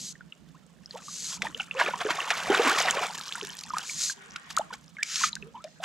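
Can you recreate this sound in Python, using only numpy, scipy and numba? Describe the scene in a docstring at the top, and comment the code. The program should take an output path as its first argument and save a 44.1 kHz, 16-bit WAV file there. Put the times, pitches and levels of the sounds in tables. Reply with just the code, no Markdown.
"""A hooked fish beside a canoe

A fish thrashes at the surface of a calm lake, a few metres away. Torn water traps bubbles that ring
and glide upward, spray patters back, and small waves plop and slap. The angler pulls wet line through
the rod guides in short hisses. A faint rumble lies under it all, and the far shore echoes."""
import sys
import numpy as np
from scipy import signal
from scipy.fft import rfft, irfft
from scipy.io import wavfile
from scipy.ndimage import uniform_filter1d
from numba import njit

SR = 44100
rng = np.random.default_rng(int(sys.argv[2]) if len(sys.argv) > 2 else 0)


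def dump_mix(stems):
    """Bounce the given channels to the path in sys.argv[1] as a 16-bit WAV at rate SR."""
    frames = np.atleast_2d(stems).T  # one column per channel
    limited = np.clip(frames, -1, 1)  # hard clip at full scale
    pcm = np.round(limited * 32767).astype(np.int16)
    wavfile.write(sys.argv[1], SR, pcm)


N = 257544
TIME = np.arange(N) / SR

# The tone of the lake air, the line's hiss, its rasp and the spray.
# Each row: frequency in Hz, relative level in dB.
AIR_TONE = [(25, -40), (58, -5.5), (115, -11.5), (165, 7), (330, -12.5), (700, -19), (7000, -31),
            (9500, -41), (15500, -44)]
HISS_TONE = [(1400, -22.5), (3600, -5.5), (4100, -1.5), (5700, -1.5), (6200, 4), (8100, -2), (8800, -13),
             (11000, -15), (15000, -38)]
RASP_TONE = [(650, -57), (1300, 2.5), (6800, 3), (12000, -81)]
SPRAY_TONE = [(1600, -3), (3400, 5.5), (7300, 0.5), (9000, -8), (15000, -20.5)]
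# Pulls of the line. Each row: start, fastest moment and stop in seconds, hiss level in dB,
# rasp and guide ring in dB relative to the hiss, a multiplier for the guides' pitch.
LINE_PULLS = [(-.3, 0.071, 0.13, -40.5, -30, -6, .94), (0.995, 1.293, 1.378, -36.5, -13.5, -7, .945),
              (3.82, 3.9, 4.138, -39, -12, -4, 1), (3.97, 4.03, 4.138, -33.5, -12, -2, 1),
              (5.022, 5.244, 5.297, -33.5, 1.5, -3, 1.015)]
# The pitches in Hz at which the rod guides ring, before that multiplier.
GUIDE_PITCHES = [4255, 4810, 5360, 6420, 7000]
# Small bubbles made by drops. Each row: start in seconds, relative level in dB, starting pitch in Hz.
DROP_BUBBLES = [(0.154, -43, 1780), (0.208, -38, 1510), (0.3232, -32.5, 2790), (0.8592, -32, 5560),
                (0.9092, -29.5, 4370), (1.0817, -34.5, 1206), (1.4214, -23.5, 2040), (1.4684, -24.5, 1920),
                (1.5466, -23.5, 2890), (1.597, -27.5, 1520), (1.5999, -20, 2970), (1.6059, -21, 2650),
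                (1.711, -20.5, 2730), (1.81, -14, 1730), (1.862, -20.5, 2510), (2.188, -23.5, 1150),
                (2.204, -18.5, 2890), (2.546, -16.5, 1514), (2.884, -16.5, 1920), (3.2906, -30.5, 3370),
                (3.4968, -31.5, 3140), (3.7043, -27, 1273), (3.7673, -21, 1315), (3.8955, -26.5, 2270),
                (4.0975, -25, 1670), (4.359, -29.5, 1456), (4.968, -33.5, 2200), (5.0284, -16, 2230),
                (5.3301, -23, 4130), (5.365, -33, 1570), (5.425, -32, 2680)]
# Rising air pockets. Each row: start in seconds, starting pitch in Hz, level in dB,
# seconds to fade by 60 dB (a minus sign is ignored), octaves climbed meanwhile (minus means falling).
AIR_POCKETS = [(0.545, 1017, -52, 0.07, 2.2), (0.94, 520, -38, -0.1, 1.5), (0.957, 794, -28.5, 0.02, 1.2),
               (1.43, 427, -28, 0.01, .4), (1.48, 282, -47.5, 0.07, 0.7), (1.549, 418, -40.5, 0.07, 1.6),
               (1.748, 477, -34, 0.17, 0.9), (1.882, 460, -18, -0.02, 1.6), (1.936, 997, -20, .021, .2),
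               (2.051, 400, -19.5, .06, .4), (2.499, 385, -12.5, .048, .5), (2.595, 440, -8.5, .034, .3),
               (2.598, 1150, -18, .025, .3), (2.656, 261, -23, .09, .4), (3.022, 600, -17, .026, 1.8),
               (3.3235, 2600, -18, .0036, 2), (3.352, 1300, -27, .014, 1.6), (3.412, 2400, -18, .0055, 2.1),
               (3.423, 414, -32, .055, 0), (3.735, 1020, -28, .055, 1), (4.574, 1300, -11.5, .014, .6),
               (4.593, 630, -25, .06, 2), (4.704, 1050, -32, .024, -.3), (4.727, 1400, -30, .035, .6),
               (4.984, 1597, -33, 0.12, 1.1), (5.21, 1033, -29, 0.0342, -0.5),
               (5.237, 1302, -12.5, 0.0272, -0.13), (5.421, 387, -46, 0.18, 0.9),
               (5.543, 850, -41.5, 0.18, 1.85), (5.641, 582, -36.5, 0.08, .5), (5.8, 630, -39, .1, 2)]
# Sharp slaps and landing drops. Each row: start in seconds, relative level in dB, pitch in Hz.
WATER_SLAPS = [(1.42, -29, 2440), (1.798, -28, 990), (2.105, -27, 1340), (2.304, -24, 2200),
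               (2.786, -24, 2720), (2.9094, -19.5, 7200), (3.471, -35, 8500), (3.59, -34, 7400),
               (3.611, -36, 7400), (3.636, -33.5, 7040), (3.7839, -23, 7840), (4.3606, -36.5, 2800),
               (4.5666, -24.5, 5900), (4.585, -23, 6700), (5.0317, -22.5, 6500), (5.158, -24, 4700),
               (5.236, -27, 1700), (5.3541, -33.5, 5660), (5.6414, -40, 4900)]
# Strokes of body and tail, and the surges they leave. Each row: time of the peak in seconds,
# level in dB, length in seconds, deep gulp and spray in dB relative to that level.
FISH_STROKES = [(0.968, -48.5, 0.15, -9, -5.5), (1.327, -42, 0.091, -21.5, -17),
                (1.452, -34.5, 0.037, -3.5, -8), (1.608, -42.5, 0.068, -27, -4),
                (1.806, -24, 0.064, -13, -17.5), (1.877, -30.5, 0.074, -2, -27),
                (2.013, -26, 0.027, -21, -17), (2.102, -26.5, 0.044, -2, -14),
                (2.217, -33.5, 0.44, -14.5, -13.5), (2.312, -24, 0.03, -30, -16),
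                (2.382, -31.5, 0.17, -28, -11.5), (2.545, -23.5, 0.12, -4, -15),
                (2.674, -23, 0.18, -4.5, -10.5), (2.802, -26.5, 0.096, -10.5, -3.5),
                (2.884, -24, 0.071, -25, -20), (2.98, -29, 0.069, 0, -33), (3.037, -27, 0.049, -7.5, -12),
                (3.371, -41, 0.078, -30, -8.5), (3.786, -38.5, 0.11, -32, -6.5),
                (4.507, -42, 0.034, -26, -3), (4.739, -40, 0.019, -7, -4), (5.84, -28, 0.021, -38, -8.5)]
# How far the left side's wave runs ahead of the right. Each row: frequency in Hz, lead in radians.
LEFT_LEAD = [(1000, 0.08), (3400, -0.67), (9000, 0.031)]


def undb(db):
    """Turn decibels into a volume multiplier."""
    return 10 ** (np.asarray(db) / 20)


def unit(x):
    """Scale a signal to an average power of 1."""
    return x / np.sqrt(np.mean(x ** 2))


def band(x, hz, q):
    """Keep the sound near one pitch; a higher q is narrower and rings longer."""
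    return signal.lfilter(*signal.iirpeak(min(hz, .45 * SR), q, fs=SR), x)


def colour(x, tone, size=4096):
    """Filter a sound so that it follows a tone table."""
    hz, db = np.transpose(tone)
    grid = np.maximum(np.fft.rfftfreq(size, 1 / SR), 1)
    gain = undb(np.interp(np.log(grid), np.log(hz), db))
    # this folding makes the filter ring only after a sound, never before it
    cepstrum = irfft(np.log(gain))
    cepstrum[1:size // 2] *= 2
    cepstrum[size // 2 + 1:] = 0
    return signal.fftconvolve(x, irfft(np.exp(rfft(cepstrum))))[:N]


def wander(rate):
    """A random drift of size about 1 that takes `rate` new turns a second."""
    hold = int(SR / rate)
    steps = np.repeat(rng.standard_normal(N // hold + 1), hold)
    return unit(uniform_filter1d(steps, hold)[:N])


def smear(x, fade_s):
    """Give a sound a noisy tail, 0.1 seconds long, that falls 60 dB per fade_s."""
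    t = TIME[:SR // 10]
    tail = rng.standard_normal(len(t)) * undb(-60 * t / fade_s)
    return signal.fftconvolve(x, tail / np.linalg.norm(tail))[:N]


def linger(power, shape):
    """Spread power over later times, following the given shape."""
    return np.maximum(signal.fftconvolve(power, shape / shape.sum())[:N], 0)


@njit
def ring(starts, hz, size, fade_s, octaves, swell_cycles, hold, wobble):
    """Bubbles swell quickly, glide in pitch and fade by 60 dB; a hold above 1 delays the fading."""
    out = np.zeros(N)
    for k in range(len(starts)):
        start, phase = int(starts[k] * SR), 0.
        for i in range(min(int(fade_s[k] * SR), N - start)):
            age = i / SR / fade_s[k]
            pitch = hz[k] * 2 ** (octaves[k] * age ** 1.3 + wobble[start + i])
            phase += 2 * np.pi * min(pitch / SR, .45)
            swell = -np.expm1(-i / SR * hz[k] / swell_cycles)
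            out[start + i] += size[k] * swell * np.exp(-6.9 * age ** hold) * np.sin(phase)
    return out


def lake_air(level_db=-57.5, left_db=-6.5, right_db=2, waver_db=4, rumble_hz=400):
    """A far, wavering rumble and a faint, even hiss, both stronger on the right."""
    shared, left, right = (unit(colour(rng.standard_normal(N), AIR_TONE)) for _ in range(3))
    pair = np.array([undb(left_db) * (shared + left), undb(right_db) * (shared + right)])
    rumble = signal.sosfiltfilt(signal.butter(2, rumble_hz, fs=SR, output="sos"), pair)
    hiss = pair - rumble
    return undb(level_db) * (hiss + rumble * undb(waver_db * wander(13)))


def fishing_line(grain_db=1.5):
    """Wet line hisses and rings the guides, louder as it speeds up; tension adds a rasp."""
    out = np.zeros(N)
    hiss, rasp = (unit(colour(rng.standard_normal(N), tone)) for tone in (HISS_TONE, RASP_TONE))
    for start, fastest, stop, db, rasp_db, ring_db, ratio in LINE_PULLS:
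        speed = np.clip((TIME - start) / (fastest - start), 0, 1) ** .91
        brake = np.clip((stop - TIME) / (stop - fastest), 0, 1) ** .43
        rub = rng.standard_normal(N)
        guides = unit(sum(band(rub, hz * ratio, q=120) for hz in GUIDE_PITCHES))
        out += speed * brake * undb(db) * (hiss + undb(rasp_db) * rasp + undb(ring_db) * guides)
    return out * undb(grain_db * wander(610))


def plips(gain_db=6.5, cycles=40.3, glide_octaves=-.22):
    """Drops pinch off small bubbles that ring briefly and sag a little in pitch."""
    starts, db, hz = np.array(DROP_BUBBLES, float).T.copy()
    return ring(starts, hz, undb(db + gain_db), cycles / hz, np.full(len(starts), glide_octaves),
                swell_cycles=1.6, hold=1., wobble=.05 * wander(250))


def plops(flutter_db=3):
    """Air pockets ring, wobbling as their shape changes; most climb in pitch as they surface."""
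    starts, hz, db, fade_s, octaves = np.array(AIR_POCKETS, float).T.copy()
    tones = ring(starts, hz, undb(db), np.abs(fade_s), octaves,
                 swell_cycles=1.25, hold=1.99, wobble=.068 * wander(250))
    return tones * undb(flutter_db * wander(200))


def spatter(popping, gain_db=-15, hz=1800):
    """Torn water around each plip and plop leaves a short, thin tail behind its ring."""
    return undb(gain_db) * band(smear(popping * wander(hz), fade_s=.045), hz, q=.78)


def slaps(gain_db=7, click_cycles=6, splatter_db=-12, splatter_cycles=75):
    """Water strikes water: a rounded click and a splatter near the same pitch; low slaps last longer."""
    starts, db, hz = np.array(WATER_SLAPS, float).T.copy()
    size = undb(db + gain_db)
    out = ring(starts, hz, size, click_cycles / hz, np.zeros(len(starts)),
               swell_cycles=.4, hold=1., wobble=np.zeros(N))
    t = TIME[:SR // 10]
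    for start, strength, pitch in zip(starts, size, hz):
        splatter = unit(band(rng.standard_normal(len(t)), pitch, q=.98))
        splatter *= strength * undb(splatter_db - 60 * t * pitch / splatter_cycles)
        i = int(start * SR)
        out[i:i + len(t)] += splatter[:N - i]
    return colour(out, [(300, -47), (1000, 14), (7500, 10), (9500, .5), (15000, -9)])


def swarm(db, rate, low_hz, high_hz, cycles, scatter_db, thinning=.22):
    """Up to `rate` bubbles a second, together following db; calm water makes fewer and smaller ones."""
    count = int(rate * N / SR)
    when, pitch, strength, life, climb, birth = rng.random((count, 6)).T
    starts = (np.arange(count) + when) / rate
    local_db = np.interp(starts, TIME, db)
    busy = np.minimum(undb(thinning * (local_db + 29)), 1)  # the chance that a bubble forms
    hz = low_hz * (high_hz / low_hz) ** (1 - pitch * busy ** .5)
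    fade_s = cycles * 2 ** (2 * life - 1) / hz / busy ** .5
    # most are faint and a few stand out; short rings start harder
    size = undb(scatter_db * strength ** 2) / np.sqrt(fade_s)
    crowd_power = np.mean(size ** 2 * fade_s) * rate * busy / (6 * np.log(1000))
    size = (birth < busy) * size / np.sqrt(crowd_power) * undb(local_db)
    return ring(starts, hz, size, fade_s, climb - .2, swell_cycles=.99, hold=1., wobble=np.zeros(N))


def stroke_levels(rise_db=23, fall_db=17, settle_db_per_s=18, flight_s=.57, gulp_lead_s=.011):
    """Levels in dB of churning, gulps, spray and landing drops as each stroke swells and fades."""
    churn, deep, spray = np.zeros((3, N))
    for peak_s, db, length, gulp_db, spray_db in FISH_STROKES:
        age = (TIME - peak_s) / length
        power = undb(db + np.minimum(rise_db * age, -fall_db * age)) ** 2
        churn += power
        deep += power * undb(gulp_db) ** 2
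        spray += power * undb(spray_db) ** 2
    # the water seethes and fizzes on after a stroke, and thrown spray lands later
    seething = undb(-13) ** 2 * linger(churn, undb(-settle_db_per_s * TIME) ** 2)
    fizz = undb(-4.5) ** 2 * seething
    landing = undb(-10.5) ** 2 * linger(spray, np.exp(-.5 * ((TIME - flight_s) / .13) ** 2))
    deep = np.interp(TIME + gulp_lead_s, TIME, deep)  # the fish digs in before the surface breaks
    layers = (churn + seething, -73), (deep, -73), (spray + fizz, -77), (landing, -77)
    return [10 * np.log10(power + undb(calm_db) ** 2) for power, calm_db in layers]


def thrash(popping, shed_db=-17, foam_db=-6, spray_gain_db=6):
    """The fish tears the water into deep gulps, swarms of bubbles, fine spray and bursting foam."""
    churn_db, deep_db, spray_db, landing_db = stroke_levels()
    # every plip and plop sheds more bubbles as it rings
    ringing = np.abs(uniform_filter1d(np.abs(popping), SR // 100))
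    bubble_db = 20 * np.log10(undb(churn_db) + undb(shed_db) * ringing)
    gulps = swarm(deep_db, rate=100, low_hz=313, high_hz=736, cycles=10.4, scatter_db=3)
    medium = swarm(bubble_db - 1.47, rate=330, low_hz=620, high_hz=1900, cycles=22, scatter_db=18)
    small = swarm(bubble_db - 5.5, rate=330, low_hz=1900, high_hz=3700, cycles=29, scatter_db=12)
    drops = swarm(spray_db, rate=1100, low_hz=2940, high_hz=12800, cycles=4.6, scatter_db=13,
                  thinning=.33)
    patter = swarm(landing_db, rate=170, low_hz=2600, high_hz=13000, cycles=8, scatter_db=15)
    foam = unit(np.diff(rng.standard_normal(N + 1)) + 2 * rng.standard_normal(N))
    foam *= undb(spray_db + foam_db + 5.82 * wander(150))
    # the sheet of water itself rushes when the fish drives hard
    rush = unit(band(band(rng.standard_normal(N), 1250, q=.7), 1250, q=.7))
    rush *= undb(churn_db - 1 + .4 * (churn_db - churn_db.max()))
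    spray = undb(spray_gain_db) * colour(drops + patter + foam, SPRAY_TONE)
    return gulps + medium + small + rush + spray


def scene(left_db=-1.25, left_treble=.38, spread_db=-7, ripple_db=-19, echo_db=-6, echo_s=1.66):
    """Mix fish and line almost straight ahead, with their echoes and the lake air around them."""
    popping = plops() + plips()
    direct = popping + spatter(popping) + thrash(popping) + slaps() + fishing_line()
    # small splashes make no deep bass
    direct = signal.sosfilt(signal.butter(2, 70, "highpass", fs=SR, output="sos"), direct)
    # ripples and the hull scatter a soft tail behind every sound, different on each side
    scattered = undb(ripple_db) * np.array([smear(direct, fade_s=.37) for _ in range(2)])
    # the left side is slightly shifted and brighter, and the treble flickers between the sides
    lead = np.interp(np.fft.rfftfreq(N, 1 / SR), *np.transpose(LEFT_LEAD))
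    left = irfft(rfft(direct) * np.exp(1j * lead), N)
    treble = signal.sosfiltfilt(signal.butter(1, 5600, "highpass", fs=SR, output="sos"), left)
    flicker = undb(spread_db) * np.diff(treble, prepend=0) * wander(300)
    pair = np.array([undb(left_db) * left + left_treble * treble + flicker, direct - flicker])
    # the wooded far shore sends the splash back late, smeared and dull
    dull = band(scattered, hz=1900, q=.98)
    echo = np.pad(dull, ((0, 0), (int(echo_s * SR), 0)))[:, :N]
    return pair + undb(echo_db) * echo + scattered + lake_air()


def record(dry):
    """Cut away the highest treble, above 15500 Hz."""
    return signal.sosfilt(signal.ellip(8, .2, 70, 15500, fs=SR, output="sos"), dry)


dry = scene()
out = record(dry)
dump_mix(out)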